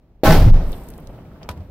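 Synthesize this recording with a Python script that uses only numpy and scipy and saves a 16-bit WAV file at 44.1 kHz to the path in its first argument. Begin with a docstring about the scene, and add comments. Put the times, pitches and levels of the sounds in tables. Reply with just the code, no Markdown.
"""Outdoors, at a concrete niche a few metres away, a gas cartridge bursts in a small fire.
The crack of tearing metal sets the air in the niche ringing. The gas ignites with a roar that
echoes from a wall and trees, and its swell of pressure overloads the microphone.
The fire rumbles on while grit rains down, clods thump and a piece of the can hits the ground."""
import sys
import numpy as np
from scipy import signal
from scipy.fft import rfft, irfft
from scipy.io import wavfile
from scipy.ndimage import uniform_filter1d

SR = 44100
rng = np.random.default_rng(int(sys.argv[2]) if len(sys.argv) > 2 else 0)


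def file_out(sig):
    """Save sig as 16-bit WAV at sys.argv[1]."""
    # one column per channel
    cols = np.atleast_2d(sig).T
    # limit, then scale
    lim = np.clip(cols, -1, 1)
    pcm = np.round(lim * 32767).astype(np.int16)
    wavfile.write(sys.argv[1], SR, pcm)


N = 74970
T = np.arange(N) / SR
BURST_S, IGNITION_S, IGNITION_RISE_S = 0.2345, 0.2398, 0.019
CUTOFF_HZ = 16000


def from_db(db):
    """Turn decibels into a gain."""
    return 10 ** (np.asarray(db) / 20)


def unit_power(x):
    """Scale a signal to an average power of 1."""
    return x / np.sqrt(np.mean(x ** 2) + 1e-20)


def level(points):
    """A gain that glides between (time, dB) points."""
    return from_db(np.interp(T, *np.transpose(points)))


def at_hz(points, hz):
    """Read between a table's rows, with octaves evenly spaced."""
    f, value = np.transpose(points)
    return np.interp(np.log(hz), np.log(f), value)


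def envelope(start, rise, hold, fall_db_per_s):
    """Rise in a straight line, hold, then fade; times in seconds."""
    fading_s = np.maximum(T - start - rise - hold, 0)
    return np.clip((T - start) / rise, 0, 1) * from_db(-fall_db_per_s * fading_s)


def decay(start, rise, fade):
    """Rise, then die away. Here and in the tables, fade is the time to drop 60 dB."""
    return envelope(start, rise, 0, 60 / fade)


# How alike the two ears' signals are: f/Hz, likeness (1 same, -1 opposite)
EAR_LIKENESS = [(30, 0.99), (150, 0.98), (400, 0.97), (1000, 0.82), (2500, 0.25), (6000, -0.32),
                (12000, -0.063)]
def coloured(spectrum, source=None, width=1):
    """Give stereo noise (or a source pair) a tone colour, at power 1; width under 1 narrows it."""
    hz = np.maximum(np.arange(N // 2 + 1) * SR / N, 1)
    mid, side = rfft(rng.standard_normal((2, N)) if source is None else source)
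    alike = np.clip(at_hz(EAR_LIKENESS, hz), -1, 1)
    stereo = np.sqrt(1 + alike) * mid + width * np.sqrt(1 - alike) * side * [[1], [-1]]
    gain = from_db(at_hz(spectrum, hz)) * (hz > 15) * (hz < CUTOFF_HZ)
    return unit_power(irfft(gain * stereo, N))


def flicker(rate_hz, depth_db):
    """A gain that wanders at random."""
    size = max(int(SR / rate_hz), 1)
    wander = uniform_filter1d(rng.standard_normal(N), size, mode="wrap")
    smooth = uniform_filter1d(wander, size, mode="wrap")
    return from_db(depth_db * unit_power(smooth))


def ring(drive, tones):
    """An object answers a push by ringing at its own tones."""
    out = 0
    for hz, db, fade in tones:
        shrink, turn = from_db(-60 / (fade * SR)), 2 * np.pi * hz / SR  # per sample
        feedback = [1, -2 * shrink * np.cos(turn), shrink * shrink]
        out = out + from_db(db) * signal.lfilter([0, np.sin(turn)], feedback, drive + 1e-18)
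    return out


def low_swings(rows):
    """Slow swings of the air that die away."""
    return sum(from_db(db) * decay(start, rise, fade) * np.sin(2 * np.pi * hz * (T - start))
               for start, hz, db, rise, fade in rows)


# Loudness of the flames and of the draught: t/s, level/dB
FLAME_LOUDNESS = [(0, -56), (.23, -55), (.3, -44), (1.0, -41.5), (1.15, -41), (1.3, -42), (1.5, -40.5),
                  (1.6, -41), (1.7, -44.5)]
DRAUGHT_LOUDNESS = [(0, -57), (.2, -48), (.7, -51), (1.1, -38), (1.35, -63.5), (1.5, -40.5), (1.7, -39.5)]
# Their tone colours: f/Hz, level/dB
FLAME_COLOUR = [(25, -4), (60, 0), (150, 0.5), (300, -8), (650, -13), (1300, -27), (2600, -33.5),
                (5000, -40.5), (9000, -51), (16000, -41)]
DRAUGHT_COLOUR = [(20, 8), (42, 15.5), (70, 12), (150, -37.5), (600, -91)]
def fire():
    """Flames flutter over the low rumble of the draught that feeds them."""
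    flutter = flicker(rate_hz=50, depth_db=1.0)
    flames = level(FLAME_LOUDNESS) * coloured(FLAME_COLOUR) * flutter
    return flames + level(DRAUGHT_LOUDNESS) * coloured(DRAUGHT_COLOUR)


def grains(per_s, spread_db):
    """Tiny hits of uneven size at random times."""
    sizes = from_db(spread_db * np.minimum(rng.exponential(1, (2, N)), 4))
    signs = rng.choice([-1, 1], (2, N))
    return sizes * signs * (rng.random((2, N)) < per_s / SR)


# Tone colours of fine grit and coarse rubble: f/Hz, level/dB
GRIT_COLOUR = [(1000, -27), (3000, -16), (6000, -9), (8500, 12), (10500, 4.5), (13500, 15), (16000, -1)]
RUBBLE_COLOUR = [(500, 0), (1300, 39), (2600, 10), (4500, -22), (9000, -53)]
def grit(start=0.56):
    """A shower of fine grit thins to a trickle, then coarser rubble crackles down."""
    shower = envelope(start, rise=0.16, hold=0.022, fall_db_per_s=44)
    trickle = from_db(-23.5) * (T > start)
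    fine = np.maximum(shower, trickle) * coloured(GRIT_COLOUR, grains(per_s=11000, spread_db=6))
    rattle = envelope(start=0.86, rise=0.46, hold=0.19, fall_db_per_s=75)
    coarse = rattle * coloured(RUBBLE_COLOUR, grains(per_s=300, spread_db=3))
    return from_db(-53) * fine + from_db(-61.5) * coarse


# Chips landing: t/s, level/dB, f/Hz, snap compared with the peak/dB, fade/s
CHIP_HITS = [(.55, -37.5, 3780, -14, 0.025), (0.718, -40, 13000, -3, 0.032),
             (0.729, -37.5, 3560, -36, 0.022), (.738, -45.5, 3120, -29, 0.058),
             (0.835, -48.5, 7950, -56, 0.02), (0.8868, -38, 11800, -4.5, 0.016),
             (0.902, -41, 12200, -10, 0.027), (0.938, -43.5, 3820, -9, 0.0095),
             (0.979, -44, 10500, -8, 0.015), (1.0015, -50, 15000, -19, .025),
             (1.072, -41.5, 5300, -9, 0.014), (1.2525, -56, 2280, -43, .025), (1.36, -67, 2500, -52, 0.03),
             (1.43, -41, 3000, -20.5, 0.022), (1.431, -46.5, 5200, -42, 0.052),
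             (1.512, -40, 2000, -2, 0.03), (1.575, -52.5, 2530, -10, 0.034), (1.605, -56, 3040, -12, 0.025)]
def chips(peak_ratio=2.04):
    """Each small chip ticks: a bright peak of noise over a broad snap."""
    out = 0
    for start, db, hz, snap_db, fade in CHIP_HITS:
        edge_db = snap_db - 6.5
        colour = [(hz / 8, edge_db), (hz / peak_ratio, snap_db), (hz, 0),
                  (hz * peak_ratio, snap_db), (hz * 4, edge_db)]
        out = out + from_db(db) * decay(start, 0.00022, fade) * coloured(colour)
    return out


# Clods landing: t/s, level/dB, rise/s, fade/s
CLOD_HITS = [(0.984, -40.5, 0.0039, 0.052), (1.091, -43.5, 0.0049, 0.14), (1.18, -46, 0.0064, 0.13),
             (1.407, -43, 0.0074, 0.32)]
# Their tone colour: f/Hz, level/dB
CLOD_COLOUR = [(200, -4), (600, 19), (1100, 8), (1600, -2), (3000, -3), (6000, -54), (8000, -37),
               (16000, -40)]
def clods():
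    """Clods come down with soft, rough thumps."""
    thumps = sum(from_db(db) * decay(start, rise, fade) for start, db, rise, fade in CLOD_HITS)
    return thumps * coloured(CLOD_COLOUR) * flicker(rate_hz=680, depth_db=-2.5)


# The piece of can strikes twice: t/s, level/dB
CAN_HITS = [(1.4898, -20.5), (1.4925, -35.5)]
# Tone colour of its slap: f/Hz, level/dB
SLAP_COLOUR = [(150, -13), (400, 1.5), (1100, 0), (1700, -3), (3200, -10.5), (4500, -7), (7000, -18),
               (12000, -17.5), (16000, -24)]
# Its ringing tones: f/Hz, level compared with the first hit/dB, fade/s
CAN_TONES = [(620, -21, 0.29), (860, -23, 0.055), (986, -15, 0.23), (1109, -23, 0.16), (1246, -6, 0.03),
             (1480, -17, 0.074), (2320, -7.5, 0.02), (3250, -18, 0.024)]
# Heavier pieces landing: t/s, f/Hz, level/dB, rise/s, fade/s
HEAVY_THUDS = [(.988, 152.4, -33.5, 0.02, 0.12), (1.082, 113, -37, 0.0094, 0.078),
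               (1.495, 85.4, -27.5, 0.0046, 0.2), (1.497, 188, -27.5, 0.0015, 0.055),
               (1.59, 86.7, -27, 0.014, 0.144)]
def landing():
    """A piece of the can slaps down edge first, rings briefly and echoes; heavier pieces thud."""
    slaps = 0
    for start, db in CAN_HITS:
        echo = from_db(-19) * decay(start, rise=0.011, fade=0.11)
        slaps = slaps + from_db(db) * (decay(start, rise=0.00076, fade=0.013) + echo)
    first_s, first_db = CAN_HITS[0]
    click = from_db(first_db) * (np.arange(N) == int(first_s * SR))
    return slaps * coloured(SLAP_COLOUR, width=0.83) + ring(click, CAN_TONES) + low_swings(HEAVY_THUDS)


# Strength of the fireball's push, before flattening: t/s, level/dB
PUSH_STRENGTH = [(.245, -27), (.275, -11), (.34, -12.5), (.42, -3), (.48, -.5), (.53, -4), (.62, -19),
                 (.68, -21.5), (.74, -31.5), (.9, -53), (1.1, -74)]
# Its tone colour: f/Hz, level/dB
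PUSH_COLOUR = [(18, 8.5), (30, -4), (50, 1), (75, -8.5), (110, -6), (200, -21), (400, -94)]
# Booms of the niche and the slow backwash of air: t/s, f/Hz, level/dB, rise/s, fade/s
AIR_BOOMS = [(.292, 159.7, -3.5, 0.006, 0.29), (.455, 107.3, -3.5, 0.025, 0.078),
             (.5, 23.57, 6.5, 0.026, 0.24)]
def swell():
    """The fireball pushes the air; the microphone flattens the largest swings."""
    onset = np.clip((T - BURST_S) / IGNITION_RISE_S, 0, 1)
    push = onset * level(PUSH_STRENGTH) * coloured(PUSH_COLOUR)
    return np.tanh(push + low_swings(AIR_BOOMS))


# The niche's own tones: f/Hz, relative level/dB, fade/s
NICHE_TONES = [(338, -18, 0.12), (400, -39, 0.34), (524.6, -19, 0.47), (640.3, -8, .14), (820, -12.5, 0.16),
               (1065, -13, 0.093), (1320, -18, 0.083), (1510, -21, 0.24), (1724, -25.5, 0.25),
               (2019, -28.5, 0.13), (2420, -39.5, 0.099)]
def niche(push):
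    """The air between the concrete walls rings when pushed."""
    return ring(push, NICHE_TONES)


# Tone colours of the burning gas, its hiss, its rush and its echo: f/Hz, level/dB
ROAR_COLOUR = [(100, -0.5), (200, 0), (330, -5.5), (620, -5), (1150, -15.5), (2500, -19.5), (5200, -21),
               (7500, -32.5), (10000, -33), (16000, -35)]
HISS_COLOUR = [(5000, -22), (7000, -9), (9000, -7), (10500, -9), (12000, -1), (13200, 0), (16000, -4)]
RUSH_COLOUR = [(350, -2), (630, -9), (1000, -6), (3000, -0.5)]
ECHO_COLOUR = [(50, -29), (150, -3), (350, -7.5), (700, -12), (1400, -23.5), (3000, -32), (5500, -37),
               (8000, -50), (16000, -70)]
def roar():
    """Gas ignites in ragged gusts with a hiss, rings the niche and echoes from the wall and trees."""
    flame = from_db(-12) * envelope(IGNITION_S, IGNITION_RISE_S, hold=0.055, fall_db_per_s=110)
    gusts = flicker(rate_hz=220, depth_db=-1.5)
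    hiss = from_db(-29.5) * envelope(start=0.234, rise=0.014, hold=0.075, fall_db_per_s=135)
    rush = from_db(-26.5) * envelope(IGNITION_S, IGNITION_RISE_S, hold=0.011, fall_db_per_s=213)
    echo = from_db(-23) * envelope(BURST_S + 0.01, rise=0.13, hold=0, fall_db_per_s=41)
    return (hiss * coloured(HISS_COLOUR)
            + niche(rush * coloured(RUSH_COLOUR, width=0.78))
            + echo * coloured(ECHO_COLOUR)
            + flame * gusts * coloured(ROAR_COLOUR, width=0.59))


# Tone colour of tearing metal: f/Hz, level/dB
CRACK_COLOUR = [(100, -22), (400, -10), (780, 1), (1400, -14), (4000, -13), (7500, -29), (10500, -27),
                (13000, -18), (16000, -21)]
def burst(shock_s=0.002):
    """The metal tears with a crack; a shock, one push and one pull of air, rings the niche."""
    progress = (T - BURST_S) / shock_s
    shock = np.sin(2 * np.pi * progress) * ((progress >= 0) & (progress < 1))
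    crack = from_db(-20.5) * decay(BURST_S, rise=0.0015, fade=0.09) * coloured(CRACK_COLOUR)
    return from_db(-6) * shock + crack + niche(shock / np.abs(shock).sum())


def scene():
    """Add it all up; burst, roar, fire and grit dip briefly near the height of the swell."""
    dip_s, dip_length_s, dip_db = 0.521, 0.025, -13.5
    dip = from_db(dip_db * np.exp(-(2 * (T - dip_s) / dip_length_s) ** 6))
    return swell() + dip * (burst() + roar() + fire() + grit()) + chips() + clods() + landing()


def record(dry, ceiling=0.92):
    """Round off the loudest peaks and cut the highest treble."""
    rounded = dry / (1 + (dry / ceiling) ** 4) ** .25
    treble_cut = signal.cheby2(14, 70, CUTOFF_HZ + 700, fs=SR, output="sos")
    return signal.sosfilt(treble_cut, rounded)


dry = scene()
out = record(dry)
file_out(out)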